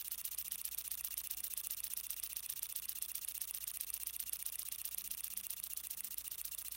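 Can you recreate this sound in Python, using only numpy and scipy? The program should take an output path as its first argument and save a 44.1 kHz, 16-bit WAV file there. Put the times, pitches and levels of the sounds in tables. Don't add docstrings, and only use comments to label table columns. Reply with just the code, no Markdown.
import sys
import numpy as np
from scipy import signal
from scipy.fft import rfft, irfft
from scipy.io import wavfile
from scipy.ndimage import map_coordinates

SR = 44100
rng = np.random.default_rng(int(sys.argv[2]) if len(sys.argv) > 2 else 0)


def unload_wav(signal):
    wavfile.write(
        sys.argv[1],
        SR,
        np.round(np.clip(np.atleast_2d(signal).T, -1, 1) * 32767).astype(np.int16),
    )


N = 298116
TIME = np.arange(N) / SR

# time in seconds, speed in turns a second.
FLYWHEEL_SPEED = [(0.0, 7.546), (0.47, 7.451), (0.76, 7.61), (1.22, 7.621), (1.58, 7.479), (1.97, 7.596),
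                  (3.0, 7.64), (3.6, 7.635), (4.5, 7.657), (4.86, 7.718), (5.43, 7.636), (5.76, 7.359),
                  (6.2, 7.327), (6.5, 7.468), (6.76, 7.378)]
# time in seconds, tilt from 0 (level) to 1 (tilted).
BOARD_TILT = [(0, 0.13), (5.3, 0.1), (5.5, 1), (6.76, 0.7)]

# opening crank position in turns, length in turns, relative level in dB, sag by the end in dB.
LEAK_OPENINGS = [(.98, 0.14, -38.5, 13), (.16, 0.041, -43, -2), (0.943, 0.34, -47, 4.5),
                 (0.454, 0.26, -39.5, 6.5)]
SIZZLE_OPENINGS = [(.03, 0.11, -45.5, 2.7), (.175, 0.05, -47.5, 3.3)]
PUFF_OPENINGS = [(0.95, 0.028, -47.5, -1.5), (0.9065, 0.33, -56, -0.5), (0.1994, .01, -46, 0.5),
                 (0.448, 0.28, -57, 4.5)]
# frequency in Hz, relative level in dB.
LEAK_EQ = [(500, -29), (1800, -22), (3000, -19), (4900, -15.5), (5600, -8.5), (6600, -8), (7600, -11.5),
           (8500, -4.5), (9400, -7), (10700, -8.5), (11700, -9), (13000, -3.5), (14200, -1.5),
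           (15800, -0.5)]
SIZZLE_EQ = [(1000, -28), (9000, -39), (11500, -7), (13000, -2.5), (14300, 5), (15800, -1.5)]
PUFF_EQ = [(300, -20), (1000, -20), (1700, -11.5), (2400, -7.5), (3400, -0.5), (4100, -0.5), (4800, -0.5),
           (5700, 1.5), (6600, -10.5), (7700, -12), (9000, -2.5), (11000, -9.5), (16000, -8)]
# time in seconds, then leak, puff and sizzle gains in dB.
STEAM_FADERS = [(0, -1.5, 0, 4.5), (.7, -1.3, .5, 2), (1.6, -1.5, 0, 4.5), (2.4, -2.5, 1, 0),
                (3.3, -1.5, 0, -2), (4.2, -2.5, -0.5, 1), (5.1, -2, -0.5, 0), (5.9, -2, -3, -5),
                (6.76, -2, -3, -9)]
# time in seconds, delay in ms.
PLATE_DELAY = [(0, 0.29), (1.3, 0.31), (2, .325), (4.3, 0.31), (5.3, 0.31), (6, 0.28), (6.76, 0.26)]
# loudest crank position in turns, half length in turns,
# pitch at full piston speed in Hz, level in dB.
PORT_WHISTLES = [(0.127, 0.14, 3023, -66), (.535, 0.063, 4380, -61.5), (.605, 0.022, 4325, -60),
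                 (0.632, 0.051, 2834, -56.5)]

# frequency in Hz, relative level in dB.
ROOM_EQ = [(20, -5.5), (32, -12), (48, 9), (62, 3), (80, 5), (110, -0.5), (170, -2), (260, -5.5),
           (500, -11.5), (900, -12.5), (1220, -3), (1600, -11), (5000, -18), (16000, -12.5)]
ECHO_EQ = [(200, -10), (1200, -10), (3000, -11.5), (5000, -25), (7500, -18.5), (9000, -20), (16000, -29)]

# frequency in Hz, relative level in dB, 60 dB decay in seconds.
FRAME_MODES = [(640, -33.5, 0.0055), (1163, -25, 0.0073), (1965, -22.5, 0.0085), (2560, -21, 0.0029),
               (3520, -22, 0.0093), (6200, -24.5, 0.00058), (8360, -14, 0.0067), (9620, -4, 0.0022),
               (10910, -2, 0.0012), (12620, -4, 0.0018), (14600, -10, 0.0012), (15400, -13.5, 0.0018),
               (9100, -24, 0.052)]
# crank position in turns, relative strength in dB
# on a level board, the same on a tilted board, extra thud in the base in dB.
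RATTLE_CONTACTS = [(.021, -59, -63, 16), (.203, -58, -60, 23.5), (0.234, -48, -33, 2.5),
                   (.270, -36.5, -49, 4.5), (.276, -34.5, -40, 3), (0.29, -45.5, -47, 4),
                   (.455, -43, -43, 8), (.722, -32.5, -38.5, 0.5), (0.738, -46.5, -60, 1),
                   (0.766, -52, -55, 9), (.8, -58, -67, 17), (.811, -56, -50, 5), (0.852, -62.5, -67, 22.5),
                   (.943, -43, -57, -9)]
# time in seconds, relative strength in dB.
RETURN_KNOCK_WEIGHT = [(0, -29), (.7, -25.5), (1.2, -27), (1.699, -25), (2.1, -25.5), (3.1, -29),
                       (3.55, -24.5), (5.1, -28), (6.1, -25.5), (6.76, -28.5)]
MAIN_KNOCK_WEIGHT = [(0, -23), (.6, -20), (1.4, -21), (2.4, -20.5), (3, -20), (3.6, -21.5), (4.351, -19),
                     (4.8, -22.5), (5.4, -20), (5.8, -23.5), (6.2, -25), (6.76, -26)]
# time in seconds, extra level in dB, extra top end in dB.
KNOCK_ACCENTS = [(1.67, 2.5, 7), (3.024, 2, -1), (6.046, 0, 4), (6.182, 2, 7), (6.453, 3.5, 5)]
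# peak time in seconds, pitch in Hz, half length in seconds, level in dB.
BOARD_BOOMS = [(.52, 199.4, 0.1, -73), (1.357, 756, .05, -72), (1.417, 205, 0.091, -75.5),
               (1.913, 196, 0.05, -76.5), (2.547, 136.3, 0.056, -71), (4.237, 230, 0.034, -74.5),
               (5.068, 199, 0.14, -73), (5.38, 197, 0.069, -68.5), (5.596, 192, 0.088, -74),
               (6.05, 200.7, 0.12, -74.5)]


def from_db(db):
    return 10 ** (np.asarray(db) / 20)


def unit_rms(x):
    return x / np.sqrt(np.mean(x ** 2) + 1e-20)


def automation(rows, times=TIME):
    row_times, *lanes = np.transpose(rows)
    return [np.interp(times, row_times, lane) for lane in lanes]


def equalise(x, eq):
    hz, db = np.transpose(eq)
    bin_hz = np.maximum(np.arange(len(x) // 2 + 1) * SR / len(x), 1)
    gain = from_db(np.interp(np.log(bin_hz), np.log(hz), db))
    return irfft(rfft(x) * gain, len(x))


def noise(eq):
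    return unit_rms(equalise(rng.standard_normal(N), eq))


def drift(rate_hz):
    bin_hz = np.arange(N // 2 + 1) * SR / N
    return unit_rms(irfft(rfft(rng.standard_normal(N)) / (1 + (bin_hz / rate_hz) ** 2), N))


def crank_turns(start_turns=0.1):
    speed, = automation(FLYWHEEL_SPEED)
    return start_turns + np.cumsum(speed) / SR


def turns_past(crank, position):
    return (crank - position + .5) % 1 - .5


def steam_jet(crank, openings, eq, attack_turns, release_turns, flutter_db, flutter_hz):
    power = 0
    for opens, length, db, sag_db in openings:
        since_open = turns_past(crank, opens + length / 2) + length / 2
        attack = np.minimum(since_open, 0) / attack_turns
        release = np.maximum(since_open - length, 0) / release_turns
        flow = from_db(db - sag_db * np.clip(since_open / length, 0, 1) ** 2)
        power += (np.exp(attack - release) * flow) ** 2
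    flutter = from_db(flutter_db * drift(flutter_hz))
    return np.sqrt(power) * flutter * noise(eq)


def plate_bounce(hiss, bounce_db=-19.5):
    delay_ms, = automation(PLATE_DELAY)
    reflection = map_coordinates(hiss, [np.arange(N) - delay_ms * SR / 1000], order=3)
    return hiss + from_db(bounce_db) * reflection


def breathy_tone(hz, width_hz=150, steady=1.2):
    phase = 2 * np.pi * np.cumsum(hz) / SR
    return unit_rms((steady + drift(width_hz)) * np.cos(phase) + drift(width_hz) * np.sin(phase))


def port_whistles(crank, mid_stroke_turns=0.11):
    piston_speed = np.abs(np.cos(2 * np.pi * (crank - mid_stroke_turns)))
    glide = piston_speed ** 1.8
    out = np.zeros(N)
    for position, half_length, hz, db in PORT_WHISTLES:
        swell = np.exp(-(turns_past(crank, position) / half_length) ** 2)
        out += from_db(db) * swell * breathy_tone(hz * glide)
    return out


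def room_tone(hum_hz=54.7, hum_db=-69, air_db=-68.5):
    hum_level = from_db(hum_db + drift(1.0))
    hum = hum_level * np.sin(2 * np.pi * hum_hz * TIME + 0.53 * drift(2.6))
    return hum + from_db(air_db) * noise(ROOM_EQ)


def workshop_echo(sound, t60_s=0.16, onset_s=0.00075):
    t = TIME[:16384]
    envelope = np.exp(-np.log(1000) * t / t60_s) * np.clip(t / onset_s, 0, 1)
    tail = rng.standard_normal(len(t)) * envelope
    return signal.fftconvolve(sound, equalise(tail / np.linalg.norm(tail), ECHO_EQ))[:N]


def ring(clicks, hz, t60_s):
    radius = np.exp(-np.log(1000) / (t60_s * SR))
    feed = np.sqrt((1 - radius ** 2) / 2) * np.array([1, 0, -1])
    feedback = [1, -2 * radius * np.cos(2 * np.pi * hz / SR), radius ** 2]
    return signal.lfilter(feed, feedback, clicks + 1e-18)


def strike_frame(times, db, thud_db, uneven_db, settle_db, sharp_db=0):
    chance = rng.standard_normal((len(times), len(FRAME_MODES) + 1))
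    settle_times = times + .0003 * from_db(3 * chance[:, -1])
    samples = (np.r_[times, settle_times] * SR).astype(int)
    heard = (samples >= 0) & (samples < N)
    tilt, = automation(BOARD_TILT, times)
    top_db = sharp_db + 5.5 * tilt
    out = np.zeros(N)
    for k, (hz, mode_db, t60_s) in enumerate(FRAME_MODES):
        colour_db = thud_db * (hz < 5000) + top_db * (hz > 13500)
        hit = from_db(db + mode_db + colour_db + uneven_db * chance[:, k])
        hit_and_settle = np.r_[hit, from_db(settle_db) * hit]
        clicks = np.bincount(samples[heard], hit_and_settle[heard], N)
        out += (-1) ** k * ring(clicks, hz, t60_s)
    return out


def rattle(crank, gain_db=10.5, scatter_turns=0.0017, scatter_db=2.5):
    position, level_db, tilted_db, thud_db = np.transpose(RATTLE_CONTACTS)
    turns = np.arange(np.ceil(crank[-1]))[:, None]
    slip = scatter_turns * rng.standard_normal(turns.shape)
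    times = np.interp(turns + position + slip, crank, TIME, left=-1, right=TIME[-1] + 1)
    tilt, = automation(BOARD_TILT, times)
    db = gain_db + level_db + tilt * (tilted_db - level_db)
    db += scatter_db * rng.standard_normal(times.shape)
    thuds_db = np.tile(thud_db, len(turns))
    return strike_frame(times.ravel(), db.ravel(), thuds_db, uneven_db=1.5, settle_db=-5.5)


def knocks(crank, weight, at_turns, gain_db, thud_db, scatter_db):
    turns = np.arange(np.ceil(crank[-1])) + at_turns
    times = np.interp(turns[(turns > crank[0]) & (turns < crank[-1])], crank, TIME)
    accent_times, louder_db, brighter_db = np.transpose(KNOCK_ACCENTS)
    accented = np.abs(times[:, None] - accent_times) < .01
    weight_db, = automation(weight, times)
    db = gain_db + weight_db + accented @ louder_db + scatter_db * rng.standard_normal(len(times))
    return strike_frame(times, db, thud_db, uneven_db=1.1, settle_db=-8, sharp_db=accented @ brighter_db)


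def board_booms():
    waver = drift(7.2)
    tremble = from_db(1.4 * drift(8.8))
    out = np.zeros(N)
    for peak_s, hz, half_length, db in BOARD_BOOMS:
        swell = np.exp(-((TIME - peak_s) / half_length) ** 2)
        out += from_db(db) * swell * np.sin(2 * np.pi * hz * TIME + waver)
    return tremble * out


def scene():
    crank = crank_turns()
    leak = steam_jet(crank, LEAK_OPENINGS, LEAK_EQ,
                     attack_turns=0.018, release_turns=0.018, flutter_db=2.2, flutter_hz=350)
    sizzle = steam_jet(crank, SIZZLE_OPENINGS, SIZZLE_EQ,
                       attack_turns=0.03, release_turns=0.01, flutter_db=3.0, flutter_hz=97)
    puffs = steam_jet(crank, PUFF_OPENINGS, PUFF_EQ,
                      attack_turns=0.011, release_turns=0.012, flutter_db=0.5, flutter_hz=380)
    leak_db, puff_db, sizzle_db = automation(STEAM_FADERS)
    hiss = from_db(leak_db) * leak + from_db(sizzle_db) * sizzle + from_db(puff_db) * puffs
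    steam = plate_bounce(hiss) + port_whistles(crank)
    metal = knocks(crank, MAIN_KNOCK_WEIGHT, at_turns=0, gain_db=9.5, thud_db=-6.5, scatter_db=0.2)
    metal += knocks(crank, RETURN_KNOCK_WEIGHT, at_turns=0.709, gain_db=11, thud_db=-1, scatter_db=1)
    metal += rattle(crank)
    engine = steam + metal
    mix = engine + workshop_echo(engine) + room_tone() + board_booms()
    pan = from_db([[-1.5], [1.5]])
    return mix * pan


def record(dry):
    low_pass = signal.ellip(12, .1, 70, 15900, fs=SR, output="sos")
    return signal.sosfilt(low_pass, dry)


dry = scene()
out = record(dry)
unload_wav(out)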